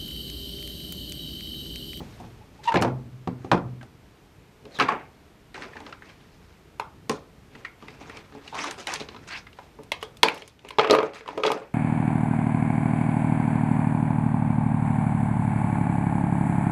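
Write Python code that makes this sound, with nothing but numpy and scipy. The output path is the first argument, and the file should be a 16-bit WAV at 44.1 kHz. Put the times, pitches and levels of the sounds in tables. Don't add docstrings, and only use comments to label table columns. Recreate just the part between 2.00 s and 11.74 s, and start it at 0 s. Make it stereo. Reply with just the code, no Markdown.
import sys
import numpy as np
from scipy import signal
from scipy.fft import rfft, irfft
from scipy.io import wavfile
from scipy.ndimage import uniform_filter1d, map_coordinates

SR = 44100
rng = np.random.default_rng(int(sys.argv[2]) if len(sys.argv) > 2 else 0)


def transcribe(u):
    v = np.clip(np.atleast_2d(u).T, -1, 1)
    q = np.round(v * 32767).astype(np.int16)
    wavfile.write(sys.argv[1], SR, q)


N = 429534

# [f/Hz, density/dB per Hz]
HUSH_SPECTRUM = [(12, -39.5), (20, -16), (59, -2), (144, -4), (202, -7.5), (238, -9), (382, -11.5),
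                 (427, -10), (534, -19), (614, -17.5), (1820, -24), (2270, -24.5), (11700, -41.5),
                 (13500, -40.5), (15500, -59.5)]
# [f/Hz, side minus mid/dB]
HUSH_SIDE = [(60, -19.5), (110, -15.5), (200, -3.5), (380, 0), (700, -0.5), (1290, -0.5), (2380, -2.5),
             (4400, 1), (8120, -3.5), (15000, 6)]
# [t/s, level/dB]
HUSH_LEVEL = [(0, -45), (.5, -51.5), (1.9, -52.5), (7.7, -52), (8.2, -51.5), (8.3, -56), (8.7, -56.5),
              (9, -62.5), (9.74, -54.5)]
# [f/Hz, level/dB]
WHINE = [(13006, -84)]

# [f/Hz, t60/s]
ROOM_T60 = [(125, 0.87), (250, 0.07), (500, 0.36), (1000, 0.31), (2000, 0.22), (4000, 0.16), (8000, 0.16)]
# [f/Hz, level/dB]
ROOM_LEVEL = [(125, -15.5), (500, -5.5), (2000, -7), (8000, -5.5)]
# [f/Hz, side minus mid/dB]
ROOM_SIDE = [(125, -29.5), (1000, -18.5), (4000, -5), (12000, 16)]
# [f/Hz, level/dB]
ROOM_COLOUR = [(330, 1.5), (432, 4), (600, 0), (1050, 1), (1700, -0.5), (2350, 2), (3000, -2), (6000, 2.5)]
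BLUR_S = .0005
CHARGER_WET_DB, SQUEAK_WET_DB = -1.5, -5
# [t/s, lag of left/samples, left minus right/dB]
SIDEWAYS = [(0, .5, 0), (3.3, .5, .6), (3.5, 1.1, -.6), (6.5, 1.4, -1), (8, .8, -.5), (9.74, .6, -.3)]
TOP_HZ = 15500

# [start t/s, hold t/s, level/dB, dull share/dB, bright share/dB]
RUSTLE = [(0, 0.011, -68, 26, -22), (0.01, 0.25, -72.5, -11, 10.5), (.2, 0.16, -76, 16, -3),
          (.55, 0.13, -67, 11, -1), (1.426, 0.022, -54.5, -2, -7), (2.65, 0.028, -68, 22, -16),
          (2.75, 0.04, -50, 6, 0), (3.63, 0.0068, -45, 8.5, -7), (3.76, 0.14, -51, 6, -5),
          (4.07, 0.035, -53, 1, -4), (4.2, 0.34, -66, 3, -1), (5.55, 0.06, -53.5, 7, -4.5),
          (5.83, 0.095, -53, 0, -3), (6.01, 0.19, -49, 3.5, -6.5), (6.35, 0.012, -52, 3, -5),
          (6.47, 0.057, -55.5, -1, 3), (7.12, 0.15, -59, 8.5, -3), (7.59, 0.077, -62, 3, -1.5),
          (7.78, .03, -91, 14, -10), (8.3, 0.082, -56.5, 9, 5.5), (8.476, 0.012, -69.5, -7.5, 9),
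          (8.66, 0.096, -54.5, 8.5, -5), (9.28, 0.026, -48.5, 5, -12), (9.36, 0.075, -57.5, 20, -2)]
RUSTLE_RISE_DB_S, RUSTLE_FALL_DB_S = 305.5, 189
# [start t/s, hold t/s, level/dB, dull share/dB, bright share/dB, fall/dB per s]
CRUNCH = [(.638, 0.015, -46.5, -9, 2.5, 300), (.745, 0.04, -35.5, 14.5, -23, 198),
          (1.525, 0.0065, -50, -4, -10, 252), (2.8, 0.016, -26.5, 3, -17, 200),
          (2.895, 0.028, -34, 5.5, -32, 190), (3.548, 0.02, -44, 0, -5, 152),
          (5.105, 0.0081, -49, -4, 6, 259), (6.545, 0.029, -38.5, -10.5, -1.5, 202),
          (6.585, 0.098, -37.5, 1.5, -3.5, 170), (6.78, 0.022, -43, 2, 0, 198),
          (6.88, 0.06, -34, -5, -5, 298), (7.0, 0.017, -42, 2, -1, 400),
          (7.278, 0.11, -45.5, -16, -0.5, 1500), (8.015, .01, -51, -12, 7, 397.5),
          (8.24, 0.027, -32.5, 8, -24, 252.5), (8.8, 0.098, -32.5, -5, -22, 251),
          (8.92, 0.15, -43, 5.5, -15, 200), (9.145, 0.0085, -44, -4, -1, 222.5),
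          (9.445, 0.075, -35, 5, -12, 248), (9.53, 0.072, -59.5, 17.5, -6, 201),
          (9.6, 0.054, -56.5, 0, -18, 200)]
CRUNCH_RISE_DB_S = 2507.5
# [f/Hz, level/dB per third octave]
CLOTH = [(190, -21.5), (380, -13), (540, -19), (760, -11), (1500, -11.5), (2150, -9.5), (3000, -9.5),
         (6000, -12), (12000, -28.5), (15000, -19.5)]

# [start t/s, hold t/s, level/dB, first f/Hz, last f/Hz, width/Hz]
SCRAPES = [(2.722, 0.017, -62, 4200, 4300, 300), (2.755, 0.021, -45, 3950, 3470, 500),
           (6.545, 0.069, -37.5, 958, 1243, 500), (6.57, 0.062, -47, 2296, 2500, 700),
           (6.61, .025, -40.5, 5470, 6020, 900), (7.31, .05, -37.5, 1916, 2402, 1320),
           (7.32, 0.017, -44.5, 4420, 4410, 600), (7.365, 0.023, -46, 4480, 5320, 1000)]
SCRAPE_RISE_DB_S, SCRAPE_FALL_DB_S, SCRAPE_GRIT_DB = 900, 900, 2

# [start t/s, hold t/s, level/dB]
SQUEAK = [(0.193, 0.064, -56), (0.411, 0.014, -53.5), (.592, 0.016, -50), (0.656, 0.01, -38),
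          (0.677, 0.0097, -18.5), (0.69, 0.0049, -19), (0.702, 0.0058, -31), (0.721, 0.0053, -23)]
# [multiple of the slip rate, mean level/dB against the fundamental]
SQUEAK_OVERTONES = [(2, -22), (3, -18), (4, -28)]
SQUEAK_RISE_DB_S, SQUEAK_FALL_DB_S = 4002, 2200
SLIP_HZ, SLIP_HZ_PER_DB = 987, 2.6

# [t/s, ring peak level/dB, ring f/Hz, thud peak level/dB, snap peak level/dB, crack peak level/dB]
SHELF_KNOCKS = [(.004, -36, 800, -27, -66, -60), (.201, -40, 890, -33.5, -54, -49),
                (.24, -40, 930, -38.5, -53, -62), (.721, -22, 1570, -34, -35, -43),
                (.741, -12, 1050, -23, -22, -35), (.752, -19, 774, -13.5, -31, -42),
                (.757, -12, 1690, -13, -40, -45), (.77, -15, 700, -35, -20, -52),
                (.813, -19, 219, -19.5, -44, -33), (.822, -12, 1290, -15, -16, -25),
                (.834, -15.5, 877, -16.5, -42, -49), (.847, -10.5, 690, -13.5, -31, -47),
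                (.878, -28, 1020, -18.5, -41, -50), (1.274, -24.5, 940, -16.5, -33.5, -42),
                (1.446, -56, 930, -24.5, -44, -60), (1.515, -6.5, 995, -15, -13, -31),
                (1.524, -13, 605, -14, -26, -51), (1.531, -11.5, 890, -12.5, -40, -54),
                (1.545, -16.5, 644, -43, -47, -62), (1.576, -29, 1020, -28.5, -50, -57),
                (1.811, -36.5, 1600, -41, -66.5, -69), (1.828, -37.5, 770, -53, -41, -48)]
# [t/s, ring peak level/dB, ring f/Hz, thud peak level/dB, snap peak level/dB, crack peak level/dB]
BAG_TICKS = [(2.653, -46, 1100, -34.5, -39, -49), (2.788, -20.5, 1704, -25.5, -31, -32),
             (2.798, -11.5, 1105, -30, -10.5, -32), (2.805, -11.5, 1280, -32, -22, -45),
             (2.822, -16.5, 2310, -20.5, -27, -51), (2.884, -21, 1800, -46, -25, -57),
             (2.887, -8.5, 1100, -35, -39, -61), (2.92, -17, 1120, -26, -44, -65),
             (3.543, -32, 1940, -38, -34, -41), (3.556, -32, 1620, -48, -48, -50),
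             (3.577, -31.5, 882, -59, -43, -53), (3.621, -26, 1790, -45, -31, -44),
             (3.733, -38, 1770, -60, -55, -60), (3.755, -38.5, 895, -38.5, -55, -61),
             (3.766, -32, 1730, -39, -50, -58), (3.803, -35.5, 890, -46, -40, -43.5),
             (3.864, -33, 1250, -37, -33.5, -51), (3.925, -30, 1360, -54, -33, -64),
             (4.021, -32, 1640, -52, -56, -66), (5.095, -18.5, 1073, -16, -23, -17.5),
             (5.103, -32, 790, -17.5, -41, -41), (5.116, -29, 1000, -28, -42, -33),
             (5.551, -36, 1960, -39, -55, -58), (5.648, -24, 1860, -65, -55, -62),
             (5.823, -38, 1190, -36.5, -51, -69), (5.882, -33.5, 2040, -43, -37, -48),
             (6.01, -34, 804, -41.5, -56, -63), (6.096, -31, 1870, -36, -49, -42),
             (6.17, -32.5, 2340, -41.5, -36, -36), (6.322, -44, 1240, -37, -46, -66),
             (6.35, -40.5, 840, -34, -56, -49), (6.477, -29.5, 2880, -47, -35.5, -38.5),
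             (6.525, -30, 895, -45, -48, -60), (6.532, -34.5, 990, -40, -40, -60),
             (6.551, -36, 1080, -44, -34, -33), (6.641, -21, 1160, -53, -44, -26.5),
             (6.71, -29, 1750, -56, -27, -20.5), (6.87, -28, 897, -42, -16, -23),
             (6.938, -41, 2970, -51, -35, -14), (6.958, -26, 2170, -38, -22, -32),
             (7.006, -37, 1130, -26.5, -40, -52), (7.086, -37.5, 1120, -34.5, -31, -60),
             (7.145, -37.5, 970, -40, -37, -64), (7.163, -38, 1300, -38.5, -36, -64),
             (7.468, -33, 2070, -66, -53, -64), (7.529, -50, 3000, -65, -43, -57),
             (7.587, -30.5, 970, -56, -40.5, -65), (7.788, -37, 940, -33, -68, -71)]
# [t/s, ring peak level/dB, ring f/Hz, thud peak level/dB, snap peak level/dB, crack peak level/dB]
CHARGER_CLACKS = [(4.797, -14, 933, -33, -22.5, -29), (7.833, -50, 1047, -56, -47, -43),
                  (7.918, -19.5, 910, -32, -10, -27), (8.027, -26.5, 1130, -26.5, -22, -32.5),
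                  (8.17, -36, 3480, -58, -63, -40), (8.231, -3.5, 3285, -14.5, -2.5, -14.5),
                  (8.233, -5.5, 974, -24.5, -23, -40), (8.284, -9.5, 2360, -39, -40, -29),
                  (8.294, -32, 1930, -33, -41, -49), (8.344, -43, 770, -58, -45, -36),
                  (8.378, -36, 2900, -59, -50, -42), (8.42, -36, 2230, -40, -32, -48),
                  (8.477, -50, 1050, -55, -41, -37.5), (8.592, -44, 2960, -67, -54, -65),
                  (8.648, -34.5, 940, -37, -39, -65), (8.687, -33, 2930, -61, -38, -39),
                  (8.706, -28, 1020, -38.5, -28.5, -43), (8.785, -5, 866, -10, -13, -36),
                  (8.794, -9, 1250, -14.5, -9.5, -49), (8.812, -19.5, 2430, -38, -38, -52),
                  (8.833, -23, 2400, -33, -36, -55), (8.845, -14.5, 1125, -14, -22, -52),
                  (8.873, -21, 1220, -20.5, -22, -48), (8.898, -13.5, 2540, -7.5, -14.5, -40),
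                  (8.909, -7, 4030, -6.5, -18, -32), (8.937, -14, 1210, -26, -30, -40),
                  (8.965, -19, 1100, -20.5, -32, -48), (8.929, -12.5, 1130, -4, -21, -31),
                  (8.949, -7.5, 1033, -8.5, -19, -30), (8.986, -16, 1210, -10.5, -20, -54),
                  (9.003, -17, 1100, -17.5, -30, -52), (9.029, -27, 1250, -18, -28.5, -45),
                  (9.134, -39, 900, -46, -35.5, -52), (9.208, -33.5, 2200, -37.5, -49, -67),
                  (9.26, -34, 1110, -41.5, -49, -56), (9.277, -26.5, 980, -41.5, -30.5, -49),
                  (9.287, -24, 996, -25.5, -32.5, -48), (9.33, -30.5, 824, -43.5, -46, -57),
                  (9.376, -33, 597, -19, -27.5, -43), (9.4, -31, 517, -23, -42, -57),
                  (9.435, -15, 1226, -17, -16, -38), (9.451, -12.5, 890, -32, -20, -50),
                  (9.464, -18.5, 3840, -16, -19, -52), (9.471, -23, 3900, -31, -40, -50),
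                  (9.478, -19, 1260, -25.5, -21, -49), (9.502, -13.5, 850, -16, -30, -47),
                  (9.517, -17.5, 1035, -19, -19, -26.5), (9.533, -35, 1200, -27, -37, -43.5),
                  (9.576, -30, 700, -55, -49, -55), (9.618, -35, 1100, -35.5, -52, -64)]
# [f/Hz, level/dB, t60/s]
SHELF_MODES = [(57.5, -20, .2), (103.2, -11.5, 0.69), (111.8, -10.5, 1.27), (127.1, -7, 1.34),
               (145, -6, 0.18), (176.7, 2, 0.21), (230.7, -15.5, .9), (249.4, 1.5, 0.28), (301, 2, 0.075),
               (348.6, 7, 0.091), (491.6, -2.5, 0.18), (601, -14, 0.16), (750, 5, 0.061),
               (1111, -5.5, 0.073)]
# [f/Hz, level/dB, t60/s]
BAG_MODES = [(151.3, 3.3, 0.45), (229.3, 11.6, 0.1), (281, 1.4, 0.34), (424.7, 12.7, 0.13),
             (554, 3.5, 0.077), (647, 2, 0.064), (870, 2, 0.093)]
# [f/Hz, level/dB, t60/s]
CHARGER_MODES = [(148.4, -17.5, 0.35), (248, -32, 0.12), (321.7, -10.5, 0.25), (402, -4.5, 0.066),
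                 (434.6, 8, 0.13), (528, 3, 0.067), (631, -2, 0.12), (957, 0.5, 0.046), (1237, -0.5, 0.08),
                 (2310, -14, 0.053)]
SHELF_SNAP_HZ = (1880, 2440, 2960, 4130)
BAG_SNAP_HZ = (2193, 2630, 2900, 3980)
CHARGER_SNAP_HZ = (2206, 2530, 2846, 3270)
# ring (below its knee) and snap t60/s, rise of the push/s, crack decay/s,
# crack band/Hz, noise added to ring and snap tones (factors), first buzz of loose parts (share), lowest thud f/Hz
SHELF = dict(ring_t60=0.041, snap_t60=0.022, push_s=0.0005, crack_s=0.0065, crack_hz=(3480, 9200),
             spread=4.8, snap_spread=5.2, rumble=0.62, low_hz=70)
BAG = dict(ring_t60=0.042, snap_t60=0.02, push_s=0.0011, crack_s=0.0015, crack_hz=(3250, 9400),
           spread=2.76, snap_spread=6.2, rumble=0.58, low_hz=92)
CHARGER = dict(ring_t60=0.022, snap_t60=0.023, push_s=0.00054, crack_s=0.0042, crack_hz=(3840, 11700),
               spread=2, snap_spread=3.1, rumble=0.19, low_hz=130)
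RING_KNEE_HZ = 1400
SHELF_END_S, SHELF_END_FALL_DB_S = 1.86, 598

def undb(db):
    return 10 ** (np.asarray(db) / 20)


def curve(table):
    s, *columns = np.transpose(table)
    return [np.interp(np.arange(N) / SR, s, c) for c in columns]


def across(table, hz):
    f, v = np.transpose(table)
    return np.interp(np.log(np.maximum(hz, 1)), np.log(f), v)


def colour(x, table):
    n = x.shape[-1]
    hz = np.arange(n // 2 + 1) * SR / n
    return irfft(rfft(x) * undb(across(table, hz)), n)


def band(x, lo_hz, hi_hz):
    sos = signal.butter(2, [lo_hz, hi_hz], "bandpass", fs=SR, output="sos")
    return signal.sosfilt(sos, x)


def unit(x):
    return x / np.sqrt(np.mean(x ** 2))


def walk(rate):
    k = int(SR / rate)
    steps = np.repeat(rng.standard_normal(N // k + 1), k)
    return uniform_filter1d(steps, k)[:N]


def grains(count, length, top):
    sizes = rng.exponential(size=count // length + 1).clip(0, top)
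    return np.repeat(sizes, length)[:count]


def swell(start_s, held_s, level_db, rise_db_s, fall_db_s):
    t = np.arange(N) / SR
    before = (start_s - t).clip(0)
    after = (t - start_s - max(held_s, 0)).clip(0)
    return undb(level_db - rise_db_s * before - fall_db_s * after)


def hush():
    mid, side = colour(rng.standard_normal((2, N)), HUSH_SPECTRUM)
    tone = (mid + colour(side, HUSH_SIDE) * np.array([[1], [-1]])) / np.std(mid)
    tone = tone + (undb(2.0 * walk(7.6)) - 1) * band(tone, 24, 500)
    level = undb(curve(HUSH_LEVEL)[0])
    t = np.arange(N) / SR
    whine = sum(undb(db) * np.sqrt(2) * np.sin(2 * np.pi * hz * t) for hz, db in WHINE)
    return tone * level + whine * level / np.median(level)


def room_echo():
    t = np.arange(int(.7 * SR)) / SR
    echo = 0
    for hz, t60 in ROOM_T60:
        mid, side = band(rng.standard_normal((2, len(t))), hz / np.sqrt(2), hz * np.sqrt(2))
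        stereo = mid + undb(across(ROOM_SIDE, hz)) * side * np.array([[1], [-1]])
        tail = stereo * np.exp(-t * np.log(1000) / t60)
        tail = tail * np.clip(t / 0.0031 - .4, 0, 1)
        size = np.sqrt(np.sum(tail[0] ** 2) * SR / (np.sqrt(2) * hz))
        echo = echo + undb(across(ROOM_LEVEL, hz)) * tail / size
    return echo


def room(x):
    echo = room_echo()
    i = np.arange(N)
    blurred = sum(np.interp(i + BLUR_S * SR * walk(300), i, x) for _ in range(2))
    x = band(x, 20, 500) + band(blurred, 500, 16000) / np.sqrt(2)
    return signal.fftconvolve(colour(x, ROOM_COLOUR)[None], echo, axes=1)[:, :N]


def ports(x):
    lag, pan_db = curve(SIDEWAYS)
    i = np.arange(N)
    sides = []
    for way in (1, -1):
        delayed = map_coordinates(x, [i - way * lag / 2], order=3)
        sides.append(delayed * undb(way * pan_db / 2))
    return np.array(sides)


def rustle():
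    strokes = [(*row, RUSTLE_FALL_DB_S) for row in RUSTLE]
    dull = middle = bright = 0
    for rows, rise_db_s in ((strokes, RUSTLE_RISE_DB_S), (CRUNCH, CRUNCH_RISE_DB_S)):
        for start_s, held_s, level_db, dull_db, bright_db, fall_db_s in rows:
            gain = swell(start_s, held_s, level_db, rise_db_s, fall_db_s)
            dull = dull + undb(dull_db) * gain
            middle = middle + gain
            bright = bright + undb(bright_db) * gain
    out = 0
    click_db = 3.2 * grains(N, 40, 3.5)
    for hz in 190 * 2 ** np.arange(0, 6.2, 1 / 3):
        size_db = grains(N, 20, 5) + click_db * (hz > 1000)
        noise = rng.standard_normal(N) * undb(size_db)
        fold = unit(band(noise, hz / 2 ** (1 / 6), hz * 2 ** (1 / 6)))
        patch_db = 3.5 * walk(70)
        gain = dull if hz < 700 else bright if hz > 3000 else middle
        out = out + undb(across(CLOTH, hz) + patch_db) * fold * gain
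    return out * undb(2.0 * walk(45))


def scrapes():
    t = np.arange(N) / SR
    out = np.zeros(N)
    for start_s, held_s, level_db, first_hz, last_hz, width_hz in SCRAPES:
        near = slice(int((start_s - .1) * SR), int((start_s + held_s + .1) * SR))
        count = len(t[near])
        grit = undb(SCRAPE_GRIT_DB * grains(count, 50, 4))
        low_pass = signal.butter(2, width_hz / 2, fs=SR, output="sos")
        sway = signal.sosfilt(low_pass, rng.standard_normal((2, count)) * grit)
        hz = np.interp(t[near], [start_s, start_s + held_s], [first_hz, last_hz])
        phase = 2 * np.pi * np.cumsum(hz) / SR
        gain = swell(start_s, held_s, level_db, SCRAPE_RISE_DB_S, SCRAPE_FALL_DB_S)[near]
        out[near] += gain * unit(sway[0] * np.cos(phase) + sway[1] * np.sin(phase))
    return out


def squeak():
    gain = sum(swell(*row, SQUEAK_RISE_DB_S, SQUEAK_FALL_DB_S) for row in SQUEAK)
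    hz = SLIP_HZ + SLIP_HZ_PER_DB * 20 * np.log10(gain + 0.00093)
    phase = 2 * np.pi * np.cumsum(hz * (1 + .032 * walk(400))) / SR
    tone = np.sin(phase)
    for multiple, level_db in SQUEAK_OVERTONES:
        tone = tone + undb(level_db + 3.2 * walk(148.7)) * np.sin(multiple * phase)
    scrape = undb(-21) * unit(band(rng.standard_normal(N), 1160, 3980))
    return (np.sqrt(2) * tone + scrape) * gain


def body_thud(body, t, push_s, rumble, low_hz):
    count = len(body)
    share = undb(2.5 * rng.standard_normal(count)) * np.exp(.6j * rng.standard_normal(count))
    rung = np.interp(t * (1 + .02 * rng.standard_normal()), t, (share @ body).imag)
    buzz = 1 + rumble * unit(band(rng.standard_normal(len(t)), 23.0, 127.5)) * np.exp(-t / 0.5)
    return band(rung * buzz * (1 - np.exp(-t / push_s)), low_hz, 4000)


def struck_ring(f, t, rise, ring_t60, spread):
    decay = np.exp(-t * np.log(1000) * np.sqrt(max(f / RING_KNEE_HZ, 1)) / ring_t60)
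    cluster = np.sin(2 * np.pi * f * t) + spread * rng.standard_normal(len(t))
    return band(rise * decay * cluster, f / 1.83, f * 1.363)


def shell_snap(snap_hz, t, rise, snap_t60, snap_spread):
    count = len(snap_hz)
    mix = undb(2 * rng.standard_normal(count)) * np.exp(1j * rng.uniform(0, 2 * np.pi, count))
    hz = snap_hz * (1 + .02 * rng.standard_normal(count))
    shell = np.exp(2j * np.pi * np.outer(hz, t))
    decay = np.exp(-t * np.log(1000) / snap_t60)
    tones = (mix @ shell).imag + snap_spread * rng.standard_normal(len(t))
    return band(band(rise * decay * tones, 1400, 4900), 1400, 4900)


def contact_crack(t, rise, crack_s, crack_hz):
    return band(rng.standard_normal(len(t)) * np.exp(-t / crack_s) * np.sqrt(rise), *crack_hz)


def blows(events, modes, snap_hz, ring_t60, snap_t60, push_s, crack_s, crack_hz,
          spread, snap_spread, rumble, low_hz):
    t = np.arange(SR) / SR
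    short = t[:SR // 6]
    rise = 1 - np.exp(-short / push_s)
    hz, db, t60 = np.transpose(modes)[:, :, None]
    body = undb(db) * np.exp(t * (2j * np.pi * hz - np.log(1000) / t60))
    out = np.zeros(N + len(t))
    for s, ring_peak, f, thud_peak, snap_peak, crack_peak in events:
        thud = body_thud(body, t, push_s, rumble, low_hz)
        ring = struck_ring(f, short, rise, ring_t60, spread)
        snap = shell_snap(np.array(snap_hz), short, rise, snap_t60, snap_spread)
        crack = contact_crack(short, rise, crack_s, crack_hz)
        parts = ((thud, thud_peak), (ring, ring_peak), (snap, snap_peak), (crack, crack_peak))
        i = int(s * SR)
        for part, peak_db in parts:
            out[i:i + len(part)] += undb(peak_db) * part / np.abs(part).max()
    return out[:N]


def scene():
    fade_out = swell(0, SHELF_END_S, 0, 0, SHELF_END_FALL_DB_S)
    shelf = blows(SHELF_KNOCKS, SHELF_MODES, SHELF_SNAP_HZ, **SHELF) * fade_out
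    bag = blows(BAG_TICKS, BAG_MODES, BAG_SNAP_HZ, **BAG)
    chargers = blows(CHARGER_CLACKS, CHARGER_MODES, CHARGER_SNAP_HZ, **CHARGER)
    rubbing = squeak()
    rest = shelf + bag + rustle() + scrapes()
    wet = rest + undb(CHARGER_WET_DB) * chargers + undb(SQUEAK_WET_DB) * rubbing
    return ports(rest + chargers + rubbing) + room(wet) + hush()


def record(dry):
    low_pass = signal.ellip(8, .2, 70, TOP_HZ, fs=SR, output="sos")
    return signal.sosfilt(low_pass, np.clip(dry, -1, 1))


dry = scene()
out = record(dry)
transcribe(out)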